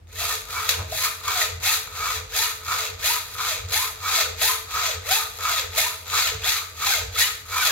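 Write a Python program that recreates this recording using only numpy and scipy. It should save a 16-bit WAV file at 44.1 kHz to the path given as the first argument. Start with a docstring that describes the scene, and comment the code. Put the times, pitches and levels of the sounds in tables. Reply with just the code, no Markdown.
"""A hand hacksaw cuts a brass strip held in a vise on a wooden bench, close by in a small room.
Its teeth strike at a rate that rises and falls with each stroke: clicks excite noise bursts (scrape and
chip hiss), a harmonic tooth note, and the modes of blade and vise. Push and pull differ in colour; now and
then the teeth catch. Low bench modes tremble and rock under it, one dull jolt knocks the vise, and
the room adds reflections, a diffuse tail and a soft noise floor."""
import sys
import numpy as np
from scipy import signal
from scipy.fft import rfft, irfft
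from scipy.io import wavfile
from scipy.ndimage import uniform_filter1d

SR = 44100
rng = np.random.default_rng(int(sys.argv[2]) if len(sys.argv) > 2 else 0)


def waveform_to_disk(signal):
    """Save audio, clipped to [-1, 1], as 16-bit WAV at the path in sys.argv[1]."""
    frames = np.transpose(np.atleast_2d(signal))
    scaled = np.clip(frames, -1, 1) * 32767
    samples = np.round(scaled).astype(np.int16)
    wavfile.write(sys.argv[1], SR, samples)


N = 340011
TIME = np.arange(N) / SR
LAST_STROKE_END_S = 7.8
RESTING_DB = -55  # force of the blade lying in the cut
CUTOFF_HZ = 15900
ROCK_RISE_DB_PER_S, ROCK_FALL_DB_PER_S = 176.5, 94.5

# All levels are relative: later stages set the balance.
# room tone spectrum: f/Hz, level/dB per Hz
ROOM_TONE_SPECTRUM = [(25, -46), (60, -7), (150, -9), (300, -11.5), (1000, -19.5), (4000, -28),
                      (16000, -41.5)]
# reverberation time of the room: f/Hz, t60/s
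ROOM_DECAY = [(200, 1), (1000, 0.528), (4000, 0.482), (15000, 0.3546)]
# modes of the bench: f/Hz, level/dB, t60/s
BENCH_MODES = [(48.2, -10.5, 0.23), (85.11, -1.5, 0.26), (95.7, -5.5, 0.2055), (136.4, -19, 0.092)]
# the bench rocks as the saw is pulled out to its tip and turned round: t/s, level/dB
BENCH_ROCKS = [(0.209, -38), (0.799, -30), (1.55, -34), (2.18, -37.5), (2.95, -41.5), (3.65, -33.5),
               (4.32, -38), (4.97, -37), (5.68, -39.5), (6.35, -35), (7.05, -32.5)]
# trembling of the bench under the drag: place (0 tip, 1 handle), push level/dB, pull level/dB
TREMBLE_BY_PLACE = [(0, -46.5, -45), (.2, -45.5, -50.5), (.5, -52, -46), (.85, -49, -42.5),
                    (1, -48.5, -47.5)]
# the saw sticks once and jolts the vise: t/s, level/dB, t60/s
VISE_JOLT = (.79, -36, 0.247)
# its dull knock: f/Hz, level/dB per Hz
KNOCK_SPECTRUM = [(60, -11.5), (120, -1), (280, -4.5), (600, -1.5), (1200, -0.5), (2500, -21), (8000, -46)]
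# modes of the vise on its board: f/Hz, level/dB, t60/s
VISE_MODES = [(439.1, 0, 0.172), (464.3, -1.5, 0.093), (509.1, -5.5, 0.15), (637.8, -5.5, 0.087)]
# bending modes of the blade: f/Hz, level/dB, t60/s
BLADE_MODES = [(1029.2, -6, 0.0205), (1170.4, 0, 0.0392), (1269.7, 3, 0.03), (1386.4, 0.5, 0.0326),
               (1513, -5, 0.0072), (2285.6, -6, 0.12)]
# blade chatter: place (0 tip, 1 handle), push level/dB, pull level/dB
CHATTER_BY_PLACE = [(0, -10.5, -7.5), (.2, -18, -11), (.5, -4.5, 0), (.76, -2.5, 6.5), (.9, -8, -2),
                    (1, -16, 0.5)]
# peaks and hollows in the colour heard, with deep hollows near 5.6 and 9.3 kHz: f/Hz, width at half the # dB
# gain/Hz, gain/dB
COLOUR_BELLS = [(450, 36.7, 5), (486.6, 33, 1.5), (566, 55.5, -5), (643, 21.9, 9), (879.7, 39.7, 4.5),
                (1039, 37, 0.5), (1075.8, 90, -8.5), (1182, 33, -5), (1290, 22.6, 4), (1481, 30, 3),
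                (1654, 81, -0.5), (1789, 56.5, 4), (2151.8, 50.8, 5), (2440, 130, 5), (2669.5, 76, 3.5),
                (3357, 164, 5.5), (3801, 200, 3.5), (4000, 58, -0.5), (5608, 285, -10), (6160, 224, 3),
                (6780, 450, 3), (7400, 280, 1.5), (9322, 672, -13), (10034, 560, 7)]
# radiation of the small frame, weak in the bass: f/Hz, level/dB
FRAME_RADIATION = [(150, -49.5), (370, -16.5), (450, -3.5), (700, -7.5), (1000, 0), (1400, 3), (2300, 3),
                   (4000, 1.5), (16000, -0.5)]
# broad colour of the scraping: f/Hz, level/dB per Hz
SCRAPE_SPECTRUM = [(100, -25), (250, -8.5), (380, -14), (450, -6.5), (700, -9), (1000, -8), (1400, -5.5),
                   (2300, 1), (3000, -4), (4000, 3.5), (5000, -0.5), (7000, -0.5), (8300, -9.5),
                   (16000, -23)]
# colour of the hissing chips: f/Hz, level/dB per Hz
CHIP_SPECTRUM = [(3000, -42), (7000, -18.5), (9000, 1.5), (11000, 4), (12500, 5), (14000, -0.5),
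                 (16000, -9)]
# overtones of the tooth note, from the second partial up: level/dB
OVERTONE_LEVELS = [-6, -4.5, -10.5, -9.5, -6.5]
# teeth catching on the edge of the cut: t/s, level/dB, t60/s
TOOTH_CATCHES = [(.188, -31.5, 0.04), (.504, -31.5, 0.25), (.69, -21, 0.3056), (3.733, -26.5, 0.5335),
                 (4.415, -19, 0.2919), (5.778, -19.5, 0.2885), (6.472, -22.5, 0.4456), (7.668, -22, 0.26)]
# how fast the hand bears down, and lets go: push slope/(dB/s), pull slope/(dB/s)
PRESS_SLOPES = (281, 180)
RELEASE_SLOPES = (160, 169)
# exponent of the speed arch (1 a plain swing, less a flatter top):
# push speeding up, push slowing, pull speeding up, pull slowing
ARCH_EXPONENTS = (.81, .52, .74, .85)
# strokes, push and pull in turn: start t/s, time to top speed/s, top rate/(teeth/s),
# time to full pressure/s, hold/s, force level/dB, swell during the hold/dB, then offsets:
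# chip hiss level/dB, tooth note level/dB, its overtones level/dB, extra blade chatter level/dB
SAW_STROKES = [(0.061, 0.164, 694.0, 0.1386, 0.1267, -30.5, 3.5, -2.5, -7, -10, 1),
               (0.446, 0.1915, 677.0, 0.088, 0.251, -34.5, 0, -3, -17.5, -10.5, 3.5),
               (0.838, 0.2357, 1071.0, 0.0886, 0.1175, -34, 5.5, -1, -4, -15, 3),
               (1.212, 0.1094, 752.0, 0.0674, 0.1416, -30.5, 6.0, -4.5, -13.0, -12, 1),
               (1.595, 0.1192, 922.0, 0.0642, 0.0854, -23.5, -2.5, -2.0, -9.5, -11, -2.0),
               (1.859, 0.2466, 678.0, 0.1215, 0.171, -33.0, 1, -5.0, -18.5, -9.0, 0.5),
               (2.271, 0.195, 984, 0.0893, 0.0783, -26.0, -0.0, -2.0, -3.5, -14.5, 1.5),
               (2.615, 0.142, 722.0, 0.0876, 0.151, -31.0, 1.0, -5, -16.5, -9.5, 0.5),
               (2.969, 0.191, 993.0, 0.09255, 0.0864, -22.5, -6.5, -1.5, -4.5, -12, 2.0),
               (3.354, 0.0725, 749.0, 0.004, 0.1707, -34.5, 8.5, -5.0, -12, -14, 1.5),
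               (3.668, 0.1804, 1062.0, 0.0763, 0.1099, -24.0, -8.5, -0.5, 1, -15, 2),
               (3.955, 0.1393, 778, 0.1219, 0.1292, -30.0, 7.5, -5, -13.5, -10.5, 1),
               (4.36, 0.1518, 1019.0, 0.0583, 0.0935, -26, -2, -0.5, -2.5, -12.5, 0.5),
               (4.652, 0.1707, 714.0, 0.0992, 0.1591, -29, 0.5, -6.5, -11.5, -12, 0),
               (5.008, 0.1824, 888.0, 0.1088, 0.0622, -21.5, -6, -1.5, -0.5, -9, 2.5),
               (5.384, 0.12, 709.0, 0.0365, 0.1684, -31.5, 5, -5, -12.5, -9.5, 1.5),
               (5.703, 0.1868, 983.0, 0.0819, 0.119, -24.5, -10.5, -1, -1.5, -11.5, 1.5),
               (6.041, 0.1438, 769.0, 0.0949, 0.1297, -27.0, 3.0, -5.5, -16, -8, -2.5),
               (6.389, 0.1698, 1017.0, 0.0741, 0.1194, -25.0, -9.0, -3, -7, -6.5, 5),
               (6.731, 0.1372, 820.0, 0.1372, 0.1019, -22.5, -3.5, -5, -11, -10.5, -4),
               (7.094, 0.179, 1020.0, 0.1099, 0.0553, -20, -9.0, -2.5, -17, -8, -1.5),
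               (7.441, 0.1487, 775.0, 0.09, 0.1333, -32.5, 9.0, -3.5, -13.5, -6.5, 0)]


def from_db(db):
    """Logarithmic level: decibels to amplitude gain."""
    return 10 ** (np.asarray(db) / 20)


def rms_one(x):
    """Normalisation of power: scale to rms 1."""
    return x / np.sqrt(np.mean(x ** 2) + 1e-20)


def at_hz(points, hz):
    """Interpolation of a table on a log-frequency axis."""
    known, values = np.transpose(points)
    return np.interp(np.log(np.maximum(hz, 1)), np.log(known), values)


def drift(per_s):
    """Slow random process: joined random knots, per_s of them a second, with rms 1."""
    knots = rng.standard_normal(8192)
    return rms_one(np.interp(TIME * per_s, np.arange(len(knots)), knots))


def colour(x, spectrum, bells=(), size=8192):
    """Minimum-phase filtering: a broad spectrum with bell-shaped peaks and hollows, made causal."""
    hz = np.fft.rfftfreq(size, 1 / SR)
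    db = at_hz(spectrum, hz)
    for centre, width, gain in bells:
        db = db + gain * 2 ** -(2 * (hz - centre) / width) ** 2
    # folding the cepstrum onto positive times gives minimum phase
    cepstrum = irfft(np.log(from_db(db)))
    cepstrum[1:size // 2] *= 2
    cepstrum[size // 2 + 1:] = 0
    response = irfft(np.exp(rfft(cepstrum)))
    return signal.oaconvolve(x, response / np.linalg.norm(response))[:N]


def ring(force, modes):
    """Modal superposition: a force drives damped resonators in parallel, summed to rms 1."""
    out = 0
    for k, (hz, db, t60) in enumerate(modes):
        radius = from_db(-60 / (t60 * SR))
        angle = 2 * np.pi * hz / SR
        poles = [1, -2 * radius * np.cos(angle), radius * radius]
        mode = rms_one(signal.lfilter([1, 0, -1], poles, force))
        out = out + (-1) ** k * from_db(db) * mode  # neighbours in opposite sign
    return rms_one(out)


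def swell(s, db, rise_db_per_s, fall_db_per_s, hold_s=0, swell_db=0):
    """Exponential envelope: attack up to time s, a hold that may swell or sag, release."""
    age = TIME - s
    held = np.clip(age / max(hold_s, 1e-3), 0, 1)
    rise_db = rise_db_per_s * np.maximum(-age, 0)
    fall_db = fall_db_per_s * np.maximum(age - hold_s, 0)
    return from_db(db + swell_db * held - rise_db - fall_db)


def motion():
    """Kinematics of the swing: teeth per second, stroke number, place in the cut (0 tip, 1 handle)."""
    start, speed_up_s, top = np.transpose(SAW_STROKES)[:3]
    marks = np.append(np.column_stack([start, start + speed_up_s]).ravel(), LAST_STROKE_END_S)
    half_strokes = np.interp(TIME, marks, np.arange(len(marks)))
    stroke = np.minimum(half_strokes // 2, len(top) - 1).astype(int)
    swing = half_strokes * np.pi / 2
    exponent = np.array(ARCH_EXPONENTS)[half_strokes.astype(int) % len(ARCH_EXPONENTS)]
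    rate = top[stroke] * np.abs(np.sin(swing)) ** exponent  # stops at each turn
    return rate, stroke, (1 - np.cos(swing)) / 2


def along_blade(table, stroke, place):
    """Position-dependent excitation: level in dB by place in the cut and direction (odd strokes pull)."""
    places, push, pull = np.transpose(table)
    return np.where(stroke % 2, np.interp(place, places, pull), np.interp(place, places, push))


def room_tone(level_db=-58):
    """Diffuse noise floor: independent coloured noise in each channel."""
    tone = np.array([colour(rng.standard_normal(N), ROOM_TONE_SPECTRUM) for _ in range(2)])
    return from_db(level_db) * tone


def rocking():
    """Addition of powers: a tremble under every stroke joins a rock at each listed turn."""
    _, stroke, place = motion()
    power = from_db(along_blade(TREMBLE_BY_PLACE, stroke, place)) ** 2
    for s, db in BENCH_ROCKS:
        power = power + swell(s, db, ROCK_RISE_DB_PER_S, ROCK_FALL_DB_PER_S) ** 2
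    return np.sqrt(uniform_filter1d(power, size=800))


def bench():
    """Forced vibration: the uneven pull on the vise, as low noise, shakes the modes of the bench."""
    band = signal.butter(2, [42, 220], "band", fs=SR, output="sos")
    sway = ring(signal.sosfilt(band, rng.standard_normal(N)), BENCH_MODES)
    # level out the chance swells, so that the rocking sets the strength
    steady = sway / np.sqrt(uniform_filter1d(sway ** 2, size=4000) + 0.068)
    return rocking() * steady


def jolt():
    """Impact: a rough, dull knock of the vise on its board, as decaying coloured noise."""
    s, db, t60 = VISE_JOLT
    knock = rms_one(colour(rng.standard_normal(N), KNOCK_SPECTRUM))
    return swell(s, db, rise_db_per_s=2000, fall_db_per_s=60 / t60) * knock


def vise_moan(passed, force, stroke, place, moan_db=-54, push_db=-6, tip_length=0.173, spread_rad=-1.375):
    """Swept resonance: near the tip the tooth rate slides through the vise modes, most on the pull."""
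    shake = np.sqrt(force) * np.exp(-place / tip_length) * from_db(np.where(stroke % 2, 0, push_db))
    phase = np.array([[0], [spread_rad]])  # left, right
    return from_db(moan_db) * ring(shake * np.sin(2 * np.pi * passed + phase), VISE_MODES)


def vise_groan(crackle, force, rate, level_db=-21.5, fast_db=-9):
    """Inertia: the heavy vise answers best to slow teeth, so it groans near the turns."""
    drag = crackle * np.sqrt(force) * from_db(fast_db * rate / rate.max())
    return from_db(level_db) * np.sqrt(np.mean(force ** 2)) * ring(drag, VISE_MODES)


def blade_chatter(crackle, hand, stroke, place, level_db=-3.5):
    """Bending vibration: the crackle drives the blade modes, strongest three quarters of the way up."""
    blade_db = along_blade(CHATTER_BY_PLACE, stroke, place) + np.array(SAW_STROKES)[stroke, -1]
    return hand * from_db(level_db + blade_db) * ring(crackle.mean(axis=0), BLADE_MODES)


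def tooth_note(passed, stroke, place, spread_rad=0.933):
    """Periodic excitation: evenly spaced teeth sing partials of their rate, which arch with the speed."""
    worn_db, entry_db, pull_db, overtone_level_db = -14, -10, 5, .5
    flutter_db, patchy_db = 4.5, 2.5
    note_db, overtones_db = np.array(SAW_STROKES)[stroke, 8:10].T
    to_tip, to_handle = np.maximum(1 - 2 * place, 0), np.maximum(2 * place - 1, 0)
    # entering the push the teeth only nick the edge, thin and bright; on the pull they ride over it and groan
    note_db = note_db + np.where(stroke % 2, pull_db, entry_db) * to_tip
    partials = [(1, note_db)]  # fundamental, at the tooth rate
    partials += [(k + 2, overtones_db + overtone_level_db + db) for k, db in enumerate(OVERTONE_LEVELS)]
    phase = np.array([[0], [spread_rad]])  # the flat blade reaches the two microphones out of step
    note = 0
    for k, db in partials:
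        waver_db = flutter_db * drift(per_s=110) + patchy_db * drift(per_s=35)
        note = note + from_db(db) * rms_one(np.sin(2 * np.pi * k * passed + phase) * from_db(waver_db))
    note = note * from_db(worn_db * np.sqrt(to_handle))  # the half near the handle is worn
    return np.array([colour(x, FRAME_RADIATION, COLOUR_BELLS) for x in note])


def teeth(passed, rate, uneven_db):
    """Impulse train: one click of uneven height for each passing tooth, weaker when they crowd."""
    strikes = np.diff(np.floor(passed), prepend=0)
    return strikes * from_db(uneven_db * rng.standard_normal(N)) / np.sqrt(rate + 150)


def tearing(clicks, length_s, clump_db, spread_db, grab_db=0.7122):
    """Fracture noise: behind each tooth a chip tears off in a short crackle, partly unlike left and right."""
    burst = signal.lfilter([1], [1, -np.exp(-1 / (length_s * SR))], clicks)
    noise = rng.standard_normal(N) + from_db(spread_db) * rng.standard_normal((2, N))
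    grip_db = clump_db * drift(per_s=260) + grab_db * drift(per_s=55)  # single teeth, and runs that grab
    return rms_one(burst * noise * from_db(grip_db))


def share_load(x, rate, span_teeth=0.776):
    """Load sharing among teeth: less a moving mean, changes slower than the tooth rate even out."""
    half = span_teeth * SR / np.maximum(rate, 300) / 2
    n = np.arange(N)
    means = []
    for total in np.cumsum(x, axis=1):
        upper = np.interp(n + .5 + half, n + 1, total)
        lower = np.interp(n + .5 - half, n + 1, total)
        means.append((upper - lower) / (2 * half))
    return x - means


def scraping(crackle, rate, level_db=-0.5):
    """Filtered friction noise: the shared load of the teeth takes on the colour of the sawing."""
    load = share_load(crackle, rate)
    return from_db(level_db) * rms_one(np.array([colour(x, SCRAPE_SPECTRUM, COLOUR_BELLS) for x in load]))


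def chip_hiss(crackle, stroke, place, level_db=-1.5, tip_dull_db=-6, tip_length=0.0708):
    """High-frequency fracture noise: each stroke has its own hiss, and the very tip cuts dully."""
    bite_db = np.array(SAW_STROKES)[stroke, 7] + tip_dull_db * np.exp(-place / tip_length)
    hiss = rms_one(np.array([colour(x, CHIP_SPECTRUM, COLOUR_BELLS) for x in crackle]))
    return from_db(level_db + bite_db) * hiss


def catches():
    """Transient force of the snags: a jump that dies away exponentially."""
    force = np.zeros(N)
    for s, db, t60 in TOOTH_CATCHES:
        age = np.maximum(TIME - s, 0)
        force += from_db(db - 60 * age / t60) * np.minimum(age / 0.00068, 1)
    return force


def pressure():
    """Contact force of the hand: it bears down, holds and lets go once in each stroke."""
    power = from_db(RESTING_DB) ** 2
    for k, (start, _, _, press_s, hold_s, db, swell_db, *_) in enumerate(SAW_STROKES):
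        rise, fall = PRESS_SLOPES[k % 2], RELEASE_SLOPES[k % 2]
        power = power + swell(start + press_s, db, rise, fall, hold_s, swell_db) ** 2
    return np.sqrt(power)


def saw(catch_db=-1):
    """Source and resonator: tooth note and tearing chips sound out, and shake blade and vise."""
    rate, stroke, place = motion()
    hand = pressure()
    force = np.hypot(hand, from_db(catch_db) * catches())
    judder = 1 + .03 * drift(per_s=400)
    passed = np.cumsum(rate * judder + 5) / SR  # count of teeth gone by, creeping on at the turns
    crackle = tearing(teeth(passed, rate, uneven_db=2.0), length_s=0.00118, clump_db=1.5, spread_db=0.5)
    cutting = scraping(crackle, rate) + chip_hiss(crackle, stroke, place) + tooth_note(passed, stroke, place)
    chatter = blade_chatter(crackle, hand, stroke, place)
    vise = vise_groan(crackle, force, rate) + vise_moan(passed, force, stroke, place)
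    return force * cutting + chatter + vise


def room(x, near_db=-7, near_t60=0.062, far_db=-6, far_delay_s=.006, lag_s=.00007):
    """Reverberation: direct sound, quick reflections from bench and hands, and a diffuse tail."""
    age = TIME[:SR * 3 // 4]
    hz = np.fft.rfftfreq(len(age), 1 / SR)
    white = rfft(rng.standard_normal((2, len(age))))  # different at each microphone
    tail = 0
    for share, (_, t60) in zip(np.eye(len(ROOM_DECAY)), ROOM_DECAY):
        # overlapping bands, each with its own decay
        band = at_hz(np.column_stack([np.array(ROOM_DECAY)[:, 0], share]), hz)
        tail = tail + irfft(white * band, len(age)) * from_db(-60 * age / t60)
    near = rng.standard_normal((2, len(age))) * from_db(-60 * age / near_t60) * (age > .0007)
    far = tail * (age > far_delay_s)
    paths = 0
    for db, path in ((near_db, near), (far_db, far)):
        paths = paths + from_db(db) * path / np.linalg.norm(path, axis=1, keepdims=True)
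    paths[0, 0] += 1
    paths[1, round(lag_s * SR)] += 1  # the saw is nearer to the left microphone
    paths /= np.linalg.norm(paths, axis=1, keepdims=True)
    return signal.fftconvolve(x, paths, axes=1)[:, :N]


def scene(left_db=3.5, right_db=2.5):
    """Superposition: room tone, bench rumble, and saw and jolt in the room."""
    return room_tone() + bench() + from_db([[left_db], [right_db]]) * room(saw() + jolt())


def record(dry):
    """Band limiting: the stereo image narrows above 12 kHz, and the very top is cut."""
    mid, side = (dry[0] + dry[1]) / 2, (dry[0] - dry[1]) / 2
    side = signal.sosfiltfilt(signal.butter(10, 12000, fs=SR, output="sos"), side)
    top_cut = signal.ellip(12, .1, 80, CUTOFF_HZ, fs=SR, output="sos")
    return signal.sosfilt(top_cut, np.array([mid + side, mid - side]))


dry = scene()
out = record(dry)
waveform_to_disk(out)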